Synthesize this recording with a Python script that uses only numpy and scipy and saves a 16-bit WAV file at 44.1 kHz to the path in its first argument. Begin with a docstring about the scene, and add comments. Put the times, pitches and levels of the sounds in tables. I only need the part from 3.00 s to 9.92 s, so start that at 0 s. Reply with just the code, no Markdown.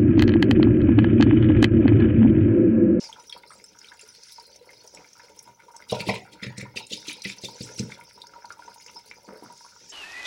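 """Thick tomato sauce is shaken out of a glass jar into a hot steel pot. Each shake throws out a squelching
splat, made of crowds of tiny air-pocket notes and wet hiss, and falling lumps thump the heap.
Bubbles plop and slurp as short rising notes, droplets spit in chirps and puffs of noise, and the hot pot
sizzles. The air column and walls of the pot ring as resonances, and a small kitchen answers."""
import sys
import numpy as np
from scipy import signal
from scipy.fft import rfft, irfft, next_fast_len
from scipy.io import wavfile
from scipy.ndimage import map_coordinates

SR = 44100
rng = np.random.default_rng(int(sys.argv[2]) if len(sys.argv) > 2 else 0)


def waveform_to_disk(signal):
    """Save audio, clipped to [-1, 1], as 16-bit WAV at the path in sys.argv[1]."""
    frames = np.transpose(np.atleast_2d(signal))
    scaled = np.clip(frames, -1, 1) * 32767
    samples = np.round(scaled).astype(np.int16)
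    wavfile.write(sys.argv[1], SR, samples)


N = 305172  # length in samples

# Shakes of the jar, each throwing out a splat. Each row: time in seconds, level in dB before each layer's
# own trim, bright centre in Hz, then jar mouth, first squirt and dribble in dB relative to that level.
SHAKES = [(2.9129, -22.5, 4203, -14, -2.5, -1.5), (2.993, -21, 4990, -3.5, -23, -40),
          (3.0818, -15, 3436, -15, -11.5, -12), (3.14, -28.5, 5500, 0.5, -16, -13.5),
          (3.3204, -36, 4700, -6, -29, -30.5), (3.426, -24.5, 4070, 0.5, -38.5, -9),
          (3.573, -27.5, 5570, 0, -50, -3), (3.762, -16.5, 4024, -16.5, -64.5, -16),
          (3.922, -16.5, 4486, -21, -11.5, -16), (4.075, -19.5, 4570, -7, -18, -5.5),
          (4.242, -21.5, 3420, -7.5, -43, -4), (4.286, -26, 4990, -11, -36, -3),
          (4.437, -18.5, 5090, -18, -16, -22), (4.602, -28, 5440, -14, -14, -33),
          (4.626, -23.5, 6400, -30, -35, -40), (4.782, -20, 5870, -17, -46, -41),
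          (4.9084, -35.5, 5090, -19, -35, -2)]
TOP_HZ = 15870  # band limit
TEAR_SPREAD_HZ = 1222  # scatter of the tearing pockets around their centre
LOUDEST_TICK = 2.4  # cap on the random loudness of ticks and snaps, before scaling to dB


def amp(db):
    """Turn decibels into a plain multiplier."""
    return 10 ** (np.asarray(db) / 20)


def unit(x):
    """Scale a sound to an average (RMS) level of one."""
    return x / np.sqrt(np.mean(x ** 2) + 1e-20)


def along(points, hz):
    """Read a curve of (Hz, value) points, with pitch on a log axis."""
    f, v = np.transpose(points)
    return np.interp(np.log(hz + 1), np.log(f + 1), v)


def curves(rows):
    """Draw one value per sample for each column after the time."""
    s, *columns = np.transpose(rows)
    return [np.interp(np.arange(N) / SR, s, column) for column in columns]


def wobble(rate):
    """A smooth random curve with this many knots a second."""
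    knots = rng.standard_normal(int(N * rate / SR) + 4)
    return map_coordinates(knots, [np.arange(N) * rate / SR])


def filtered(x, response):
    """Multiply the spectrum of x by a response that depends on frequency."""
    m = next_fast_len(N + SR // 2)
    return irfft(rfft(x, m) * response(np.fft.rfftfreq(m, 1 / SR)), m)[..., :N]


def grains(s, hz, t60, size, length, climb=0.0, soft=0.0015):
    """Dying sine notes that swell over a share (soft) of their life; a closing bubble climbs in pitch."""
    t = np.arange(length) / SR
    s, hz, t60, size = (np.ravel(v)[:, None] for v in np.broadcast_arrays(s, hz, t60, size))
    hz = np.clip(hz, 30, SR / 2.5)
    shape = amp(-60 * t / t60) * (1 - np.exp(-t / (soft * t60)))
    wave = size * shape * np.sin(2 * np.pi * hz * t * (1 + climb * np.minimum(t / t60, 1)))
    at = np.clip(np.round(s * SR).astype(int), 0, N) + np.arange(length)
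    return np.bincount(at.ravel(), wave.ravel(), N + length + 1)[:N]


def swarm(s, db, hz, rise, t60, spread, cycles, count, length, order=8, peak=0.0):
    """Air pockets burst in a crowd that swells and thins out; a few cavities (order) reopen again and again."""
    crowd, cavities = (len(s), count), (len(s), order)
    when, size, drift = rng.random(crowd), rng.standard_normal(crowd), rng.standard_normal(crowd)
    # pitch steps from low to high, for cavities from large to small
    steps = np.sqrt(12) * ((np.arange(order) + rng.random(cavities)) / order - .5)
    pitch, fill = np.array([steps, rng.standard_normal(cavities)])[..., np.arange(count) % order]
    t = (2 * rise + .6 * t60) * when
    after = np.maximum(t - 2 * rise, 0) / t60
    fade = amp(-60 * after) + peak * amp(-400 * after)  # peak adds a quick early burst
    swell = np.minimum(t / (2 * rise), 1) ** 2 * fade
    f = hz * np.exp(spread * pitch + 0.022 * drift)
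    level = amp(db + 3.8 * size + 4.65 * fill) * swell
    return grains(s - rise + t, f, cycles / f, level, length=length, climb=0.029, soft=0.04)


def puffs(s, db, t60, hz, rise=.004, narrow_db=14):
    """Short breaths of steam: noise around hz that swells from each time and dies away."""
    starts = np.bincount(np.round(np.ravel(s) * SR).astype(int), amp(np.ravel(db)), N)
    t = np.arange(SR // 5) / SR
    breath = amp(-60 * t / t60) * (1 - np.exp(-(t / rise) ** 2))
    envelope = signal.fftconvolve(starts, breath)[:N]
    noise = rng.standard_normal(N)
    return envelope * unit(filtered(noise, lambda f: amp(-narrow_db * np.log((f + 1) / hz) ** 2)))


def ringing(x, ring_db, modes):
    """The direct sound plus resonances, each given as pitch in Hz, width in Hz and level in dB."""
    def ring(f):
        return sum(amp(db) * 1j * f * w / (c * c - f * f + 1j * f * w) for c, w, db in modes)
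    return filtered(x, lambda f: 1 + amp(ring_db) * ring(f))


def in_pot(x, ring_db):
    """The air column in the pot rings along with a sound."""
    # Each row: resonance in Hz, width in Hz, level in dB before ring_db.
    air_modes = [(513, 157, -13.5), (941.5, 44, -1), (1443, 184, -4), (2107, 114, -5)]
    return ringing(x, ring_db, air_modes)


def pot_walls(x, count=45):
    """The steel walls ring at a few set notes and a thicket of random, mostly higher ones."""
    # Each row: resonance in Hz, width in Hz, level in dB before the -0.5 dB below.
    steel = [(964, 20, -3.5), (1988, 22, -0.5), (2146, 15.5, 0.5), (2340, 24, -1.5), (2483, 47, -3.5),
             (2704, 43, -3), (3300, 37, -1), (4540, 16, -25)]
    hz = np.geomspace(3600, 11000, num=count) * np.exp(.008 * rng.standard_normal(count))
    thicket = [(c, 35, -4 + 3 * rng.standard_normal()) for c in hz]  # 35 Hz wide, around -4 dB
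    return ringing(x, -0.5, [*steel, *thicket])


def hush():
    """The quiet of the kitchen: steady noise with a fixed colour."""
    # Each row: frequency in Hz, relative level in dB per Hz.
    colour = [(12, -44), (20, 11.5), (942, -15), (1150, -37), (5470, -30), (15800, -4)]
    noise = rng.standard_normal(N)
    return amp(-62.0) * unit(filtered(noise, lambda hz: amp(along(colour, hz))))


def kitchen(x):
    """Each frequency of the room's answer dies at its own speed; moving hands keep changing it."""
    # Each row: frequency in Hz, time to fade by 60 dB in seconds.
    fade_times = [(150, 0.39), (1000, 0.17), (4000, 0.08), (12000, 0.051)]
    out, t = np.zeros(N), np.arange(N) / SR
    for phase in (0, np.pi / 2):  # the sound swings between two random answers
        hz, lag, z = signal.stft(rng.standard_normal(SR // 2), SR, nperseg=256)
        fade = amp(-60 * lag / along(fade_times, hz)[:, None])
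        tail = signal.istft(z * fade, SR, nperseg=256)[1]
        part = x * np.cos(2 * np.pi * 1.5 * t + phase) ** 2
        late = np.pad(part, (200, 0))  # samples before the room answers
        out += signal.fftconvolve(late, tail / np.linalg.norm(tail))[:N]
    return out


def gurgle(count=800):
    """Small random bubbles of every size over a soft seethe, heard mostly through the air column."""
    # Each row: time in seconds, level in dB.
    simmer = [(0.0, -55.5), (0.6, -61), (0.83, -58), (1.0, -64), (1.52, -63), (2.75, -58.5), (3.08, -44),
              (3.26, -55.5), (3.89, -61), (4.86, -55), (5.07, -57.5), (6.34, -61), (6.63, -65.5),
              (6.92, -61)]
    # Colour of the seethe. Each row: frequency in Hz, relative level in dB per Hz.
    colour = [(35, -3), (60, 25.5), (944, -2), (1140, -25), (3500, 0), (4550, -16), (7700, -120)]
    s = rng.random((count, 1)) * N / SR
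    pitch, size = rng.standard_normal((count, 1)), rng.standard_normal((count, 1))
    hz = 1100 * np.exp(0.62 * np.maximum(pitch, -1.4))
    bubbles = swarm(s, 5 * np.minimum(size, 1.3), hz, rise=0.00776, t60=.08, spread=0.15, cycles=10.3,
                    count=8, length=700, order=4)
    noise = rng.standard_normal(N) * amp(5 * wobble(22))  # wavers by about 5 dB
    seethe = filtered(noise, lambda f: amp(along(colour, f)))
    mix = unit(bubbles) + amp(3.0) * unit(seethe)
    return amp(curves(simmer)[0]) * unit(in_pot(mix, ring_db=30.0))


def ticks(count=1800):
    """Wet films snap: very short broad ticks in loose clumps of three."""
    s, loud = rng.random(count // 3) * (N / SR - .1), rng.exponential(size=(count // 3, 3))
    lag = 0.011 * rng.exponential(size=loud.shape)
    at = np.minimum(s[:, None] + lag, N / SR - .01)
    db = 15.5 * np.minimum(loud, LOUDEST_TICK)
    body = puffs(at, db, t60=0.054, hz=3900, rise=0.00014)
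    edge = puffs(at, db, t60=0.0072, hz=10900, rise=0.000076)
    return unit(body + amp(10.0) * edge)


def crackle(hz, spread, cycles, count=1800):
    """Tiny drops snap on the steel: brief notes, a few of them much louder."""
    s, loud = rng.random(count) * N / SR, rng.exponential(size=count)
    f = np.minimum(hz * np.exp(spread * rng.standard_normal(count)), TOP_HZ)
    size = amp(4.5 * np.minimum(loud, LOUDEST_TICK))
    return unit(grains(s, f, cycles / f, size, length=400, soft=0.029))


def sizzle(count=450):
    """Wet spots fizz for a moment around a wandering pitch, with spray of finer and coarser drops."""
    # Steam on the steel. Each row: time in seconds, level in dB of the fizz, centre of the fizz in Hz.
    heat = [(0.0, -41, 5300), (0.13, -54, 6000), (0.35, -57, 4590), (0.63, -59.5, 5810),
            (1.19, -52.5, 5010), (1.6, -58.5, 5180), (2.1, -57, 5610), (2.75, -62, 5630), (2.95, -57, 4840),
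            (3.15, -65, 4900), (3.78, -70, 5610), (3.99, -54, 4030), (4.63, -50.5, 5834), (5.36, -60, 5215),
            (5.92, -54, 5480), (6.42, -62, 5460), (6.76, -58.5, 5650), (6.8, -54.5, 5660),
            (6.92, -49, 6000)]
    level_db, centre_hz = curves(heat)
    at = rng.integers(0, N, (count, 1))
    pitch, size = rng.standard_normal((count, 1)), rng.standard_normal((count, 1))
    hz = centre_hz[at] * np.exp(.08 * pitch)
    fizz = swarm(at / SR, 2 * size, hz, rise=0.019, t60=0.25, spread=0.075, cycles=135,
                 count=30, length=600, order=10)
    noise = rng.standard_normal(N) * amp(4.7 * wobble(4.5))
    steam = unit(filtered(noise, lambda f: 1 / (1 + ((f - 5600) / 900) ** 2)))
    coarse_hz = 9200 * np.exp(.12 * pitch[-200:])
    coarse = swarm(at[:200] / SR, 9.5 * size[:200], coarse_hz, rise=0.02, t60=0.21, spread=0.087,
                   cycles=380, count=30, length=600, order=8)
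    fine = puffs(at[-110:] / SR, 5 * size[-110:], t60=0.057, hz=15800, rise=0.0027)
    mix = unit(fizz) + amp(-5) * steam + amp(-15.0) * unit(coarse) + amp(-5.0) * unit(fine)
    mix += amp(-10.0) * in_pot(ticks(), ring_db=15.5)
    mix += amp(-13.5) * crackle(hz=3340, spread=0.393, cycles=71, count=5000)
    return amp(level_db) * mix


def slurps():
    """The heap sucks in large slow pockets with a grain of smaller ones on top."""
    # Each row: time in seconds, level in dB before trims, pitch in Hz, length in seconds before stretching.
    sucks = [(0.005, -49.5, 437, 0.089), (1.658, -49, 604, 0.14), (1.926, -53.5, 444, 0.048),
             (1.968, -47, 263, 0.13), (6.278, -36.5, 325, 0.084), (6.41, -43.5, 229, 0.1)]
    s, db, hz, span = np.transpose(sucks)[..., None]
    low = swarm(s, db - 4.5, hz, 0.0137, t60=2 * span, spread=0.21, cycles=8.3, count=30, length=2500)
    grain = swarm(s, db - 7.5, 950, 0.015, t60=4 * span, spread=0.46, cycles=7.8,
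                  count=200, length=800, order=30)
    return low + grain


def plops():
    """A bursting bubble: a short rising note blurred by close neighbours and a puff of noise."""
    # The louder bubbles. Each row: time in seconds, level in dB before trims, pitch in Hz.
    bursts = [(0.09, -35.5, 880), (0.325, -28.5, 2540), (0.362, -33.5, 963), (0.434, -35.5, 2090),
              (0.505, -29.5, 1240), (0.599, -38.5, 2180), (0.918, -30, 1630), (0.994, -28.5, 2680),
              (1.382, -34.5, 890), (1.61, -40.5, 476), (1.691, -33, 2080), (1.973, -31, 2350),
              (2.044, -35, 2220), (2.196, -32.5, 1650), (2.474, -35.5, 930), (2.682, -37, 960),
              (2.753, -36.5, 900), (2.822, -32.5, 2000), (3.654, -34, 957), (3.804, -33.5, 890),
              (4.485, -32.5, 890), (4.803, -27, 4140), (4.902, -34, 1610), (4.92, -24.5, 2250),
              (4.988, -37, 920), (5.336, -32, 1304), (5.359, -35, 940), (5.443, -33, 910),
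              (5.504, -25.5, 1343), (5.592, -33, 950), (5.678, -29, 933), (5.883, -28.5, 2700),
              (5.96, -33.5, 920), (6.113, -26, 2230), (6.431, -38, 956), (6.499, -35, 930),
              (6.646, -34, 1080)]
    s, db, hz = np.transpose(bursts)[..., None]
    pitch, lag = rng.standard_normal((len(s), 6)), rng.exponential(size=(len(s), 6))
    note = grains(s, hz, 35 / hz ** 1.01, amp(db - 7.5), length=2500, climb=0.053, soft=0.041)
    beside_hz, beside_size = hz * np.exp(.17 * pitch), amp(db - 13.0 - 6.0 * lag)
    beside = grains(s + 0.018 * lag, beside_hz, 16 / hz, beside_size, length=1500)
    return note + beside + puffs(s, db - 22.0, t60=0.034, hz=2750, rise=0.0017)


def spits():
    """A droplet flashes to steam on hot steel in a few quick chirps and two puffs of noise."""
    # The louder droplets. Each row: time in seconds, level in dB before trims, pitch in Hz.
    droplets = [(0.026, -35, 6160), (0.1278, -28.5, 3080), (0.295, -28, 3760), (0.325, -26, 3270),
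                (0.6396, -33.5, 6000), (0.7878, -32.5, 5450), (0.844, -36.5, 2900), (0.885, -37, 3600),
                (1.011, -33, 6920), (1.233, -33.5, 6170), (1.321, -33, 4410), (1.3967, -33, 5000),
                (1.56, -34, 5770), (1.8749, -34, 5930), (1.9462, -31, 5920), (2.131, -35, 5600),
                (2.39, -28, 5960), (2.7638, -31, 5860), (3.58, -26, 6060), (3.867, -35, 8130),
                (4.128, -30.5, 10370), (4.219, -25, 5270), (4.453, -49, 10100), (5.217, -28.5, 4340),
                (5.268, -33, 5650), (5.454, -34.5, 5130), (5.522, -32, 6070), (5.862, -37, 6240),
                (6.5232, -44, 10340), (6.575, -36, 6100)]
    s, db, hz = np.transpose(droplets)[..., None]
    scatter = rng.standard_normal((len(s), 4))
    at = s + 0.00074 * abs(scatter[:, ::-1])
    chirps = grains(at, hz * np.exp(0.142 * scatter), 0.02, amp(db - 5.0), length=600, soft=0.035)
    bright_db = db + 12 * np.log(hz / 6500)  # finer droplets hiss more
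    hiss = puffs(s, bright_db - 4.0, t60=0.019, hz=6300, rise=0.003)
    return chirps + hiss + puffs(s, bright_db - 9.0, t60=0.014, hz=14600, rise=0.0014)


def thumps():
    """Each lump rocks the loaded pot bottom and gives a dull rounded knock that crumbles away."""
    # Lumps landing on the heap. Each row: time in seconds, thud level in dB, thud note in Hz (the bottom's
    # modes nearest to it sound most), knock level in dB, knock note in Hz. Trims follow below.
    lumps = [(2.922, -24.5, 148, -20, 798), (3.006, -33, 150, -39, 450), (3.071, -47, 200, -26.5, 296),
             (3.087, -22.5, 145, -19, 823), (3.425, -48, 206, -38.5, 386), (3.442, -48, 168, -38.5, 470),
             (3.466, -28.5, 119, -49, 494), (3.58, -33.5, 146, -43, 420), (3.627, -32.5, 124, -40, 425),
             (3.761, -40, 144, -40, 448), (3.912, -70, 206, -38.5, 458), (3.931, -47, 169, -44, 346),
             (4.081, -56, 200, -40, 330), (4.255, -32.5, 207, -39.5, 412), (4.437, -38, 160, -34, 465),
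             (4.607, -32.5, 133, -33.5, 398), (4.78, -57, 202, -42, 300), (4.798, -25, 168, -31, 386)]
    # Pot bottom under the sauce. Each row: mode in Hz, level in dB, time to fade by 60 dB in seconds.
    bottom = [(127.4, 0.5, 0.1), (166.6, 3, 0.045), (202, -3, 0.11), (256, -34, 0.011)]
    s, db, thud_hz, knock_db, knock_hz = np.transpose(lumps)[..., None]
    hz, mode_db, t60 = np.transpose(bottom)
    load = rng.standard_normal((2, len(s), len(hz)))  # the heap lies differently at each blow
    miss_db = 20.5 * abs(np.log(hz / thud_hz))  # loss of a mode away from the thud's note
    size = amp(db + mode_db + 0.82 * load[1] - miss_db)
    body = grains(s, hz * np.exp(load[0] / 30), t60, size, length=9000, soft=0.026)
    pitch, lag = rng.random((len(s), 60)), rng.exponential(size=(len(s), 60))
    crumb_hz = 1.298 * knock_hz * np.exp(-.9 * pitch)  # crumbs lie above and below the knock's note
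    crumb_size = amp(knock_db - 13.5 - 3.35 * lag)
    knock = grains(s + 0.012 * lag ** 2, crumb_hz, 0.055, crumb_size, length=2200, soft=0.022)
    return body, knock


def mouth_hz(s):
    """Note of the jar mouth at these times, lower while sauce half plugs it."""
    # Each row: time in seconds, note in Hz.
    notes = [(2.9, 2630), (3.2, 2705), (3.42, 2008), (3.6, 2104), (3.76, 2620), (4.9, 2590)]
    return np.interp(s, *np.transpose(notes))


def drain():
    """Sauce keeps sliding: a thinner, longer crowd of pockets trails each splat, and the jar mouth hums on."""
    s, db, hz, mouth_db = np.transpose(SHAKES)[:4, :, None]
    t60 = 0.34  # seconds
    slide = swarm(s + .04, db - 32.5, hz, rise=0.013, t60=t60, spread=TEAR_SPREAD_HZ / hz, cycles=100,
                  count=300, length=420, order=12)
    hum_hz = .93 * mouth_hz(s)  # a little lower than during the splat
    hum = swarm(s + 0.046, db + mouth_db - 25.5, hum_hz, rise=0.025, t60=t60, spread=0.072, cycles=120,
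                count=90, length=1500, order=4)
    return slide + hum


def spurts():
    """Each shake gives a first squirt, the splat, then a later and slightly lower dribble."""
    s, db, hz, mouth_db, squirt_db, dribble_db = np.transpose(SHAKES)
    squirt = (s - 0.022, db + squirt_db, hz, mouth_db)
    splat = (s, db, hz, mouth_db)
    dribble_pitch = 0.96  # factor on the bright centre
    dribble = (s + .027, db + dribble_db, hz * dribble_pitch, mouth_db)
    return np.concatenate([squirt, splat, dribble], axis=1)[..., None]


def rasp(s, db, hz):
    """Sauce hisses past the lip in narrow noise bands, strongest near the bright centre of each spurt."""
    hiss = np.zeros(N)
    for band_hz in np.geomspace(2400, 7000, num=5):
        band_db = db - 17 * np.log(hz / band_hz) ** 2  # quieter away from the centre
        hiss += puffs(s - .01, band_db, 0.098, band_hz, rise=.015, narrow_db=163)
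    return hiss * amp(-15.5 + 3.3 * wobble(120))


def splats():
    """Bright pockets tear at the lip while larger ones sound the mouth of the jar, with hiss and fine spray."""
    s, db, hz, mouth_db = spurts()
    bright = swarm(s, db - 27.5, hz, rise=.011, t60=0.16, spread=TEAR_SPREAD_HZ / hz, cycles=117.0,
                   count=220, length=420, order=28, peak=4.2)
    mouth = swarm(s, db + mouth_db - 6.5, mouth_hz(s), rise=0.015, t60=0.12, spread=0.089, cycles=18,
                  count=70, length=1100, order=10, peak=1.0)
    spray = amp(7.1 * wobble(70)) * puffs(s - .01, db - 19.5, t60=0.12, hz=10800, rise=0.012)
    return bright + mouth + rasp(s, db, hz) + spray


def scene():
    """Ring the sounds through the pot's air and walls, then add the kitchen's answer and its hush."""
    body, knock = thumps()
    near = in_pot(splats() + drain() + spits(), ring_db=-33.0)
    near += in_pot(plops() + slurps(), ring_db=8.0)
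    near += in_pot(knock, ring_db=4.0)
    near += body + sizzle() + gurgle()
    near = pot_walls(near)
    return (near + amp(-9.0) * kitchen(near) + hush())[None]


def record(dry, bass_hz=65):
    """A small microphone with a bass cut and a treble dip; nothing is kept above the band limit."""
    # Each row: frequency in Hz, gain in dB.
    tone = [(200, 5.5), (7000, -3.5), (10000, 0.5), (13500, -16.5), (15300, -6.5)]

    def response(hz):
        bass_cut = (1j * hz / (bass_hz + 1j * hz)) ** 3
        return bass_cut * amp(along(tone, hz)) * (hz < TOP_HZ)
    return filtered(dry, response)


dry = scene()
out = record(dry)
waveform_to_disk(out)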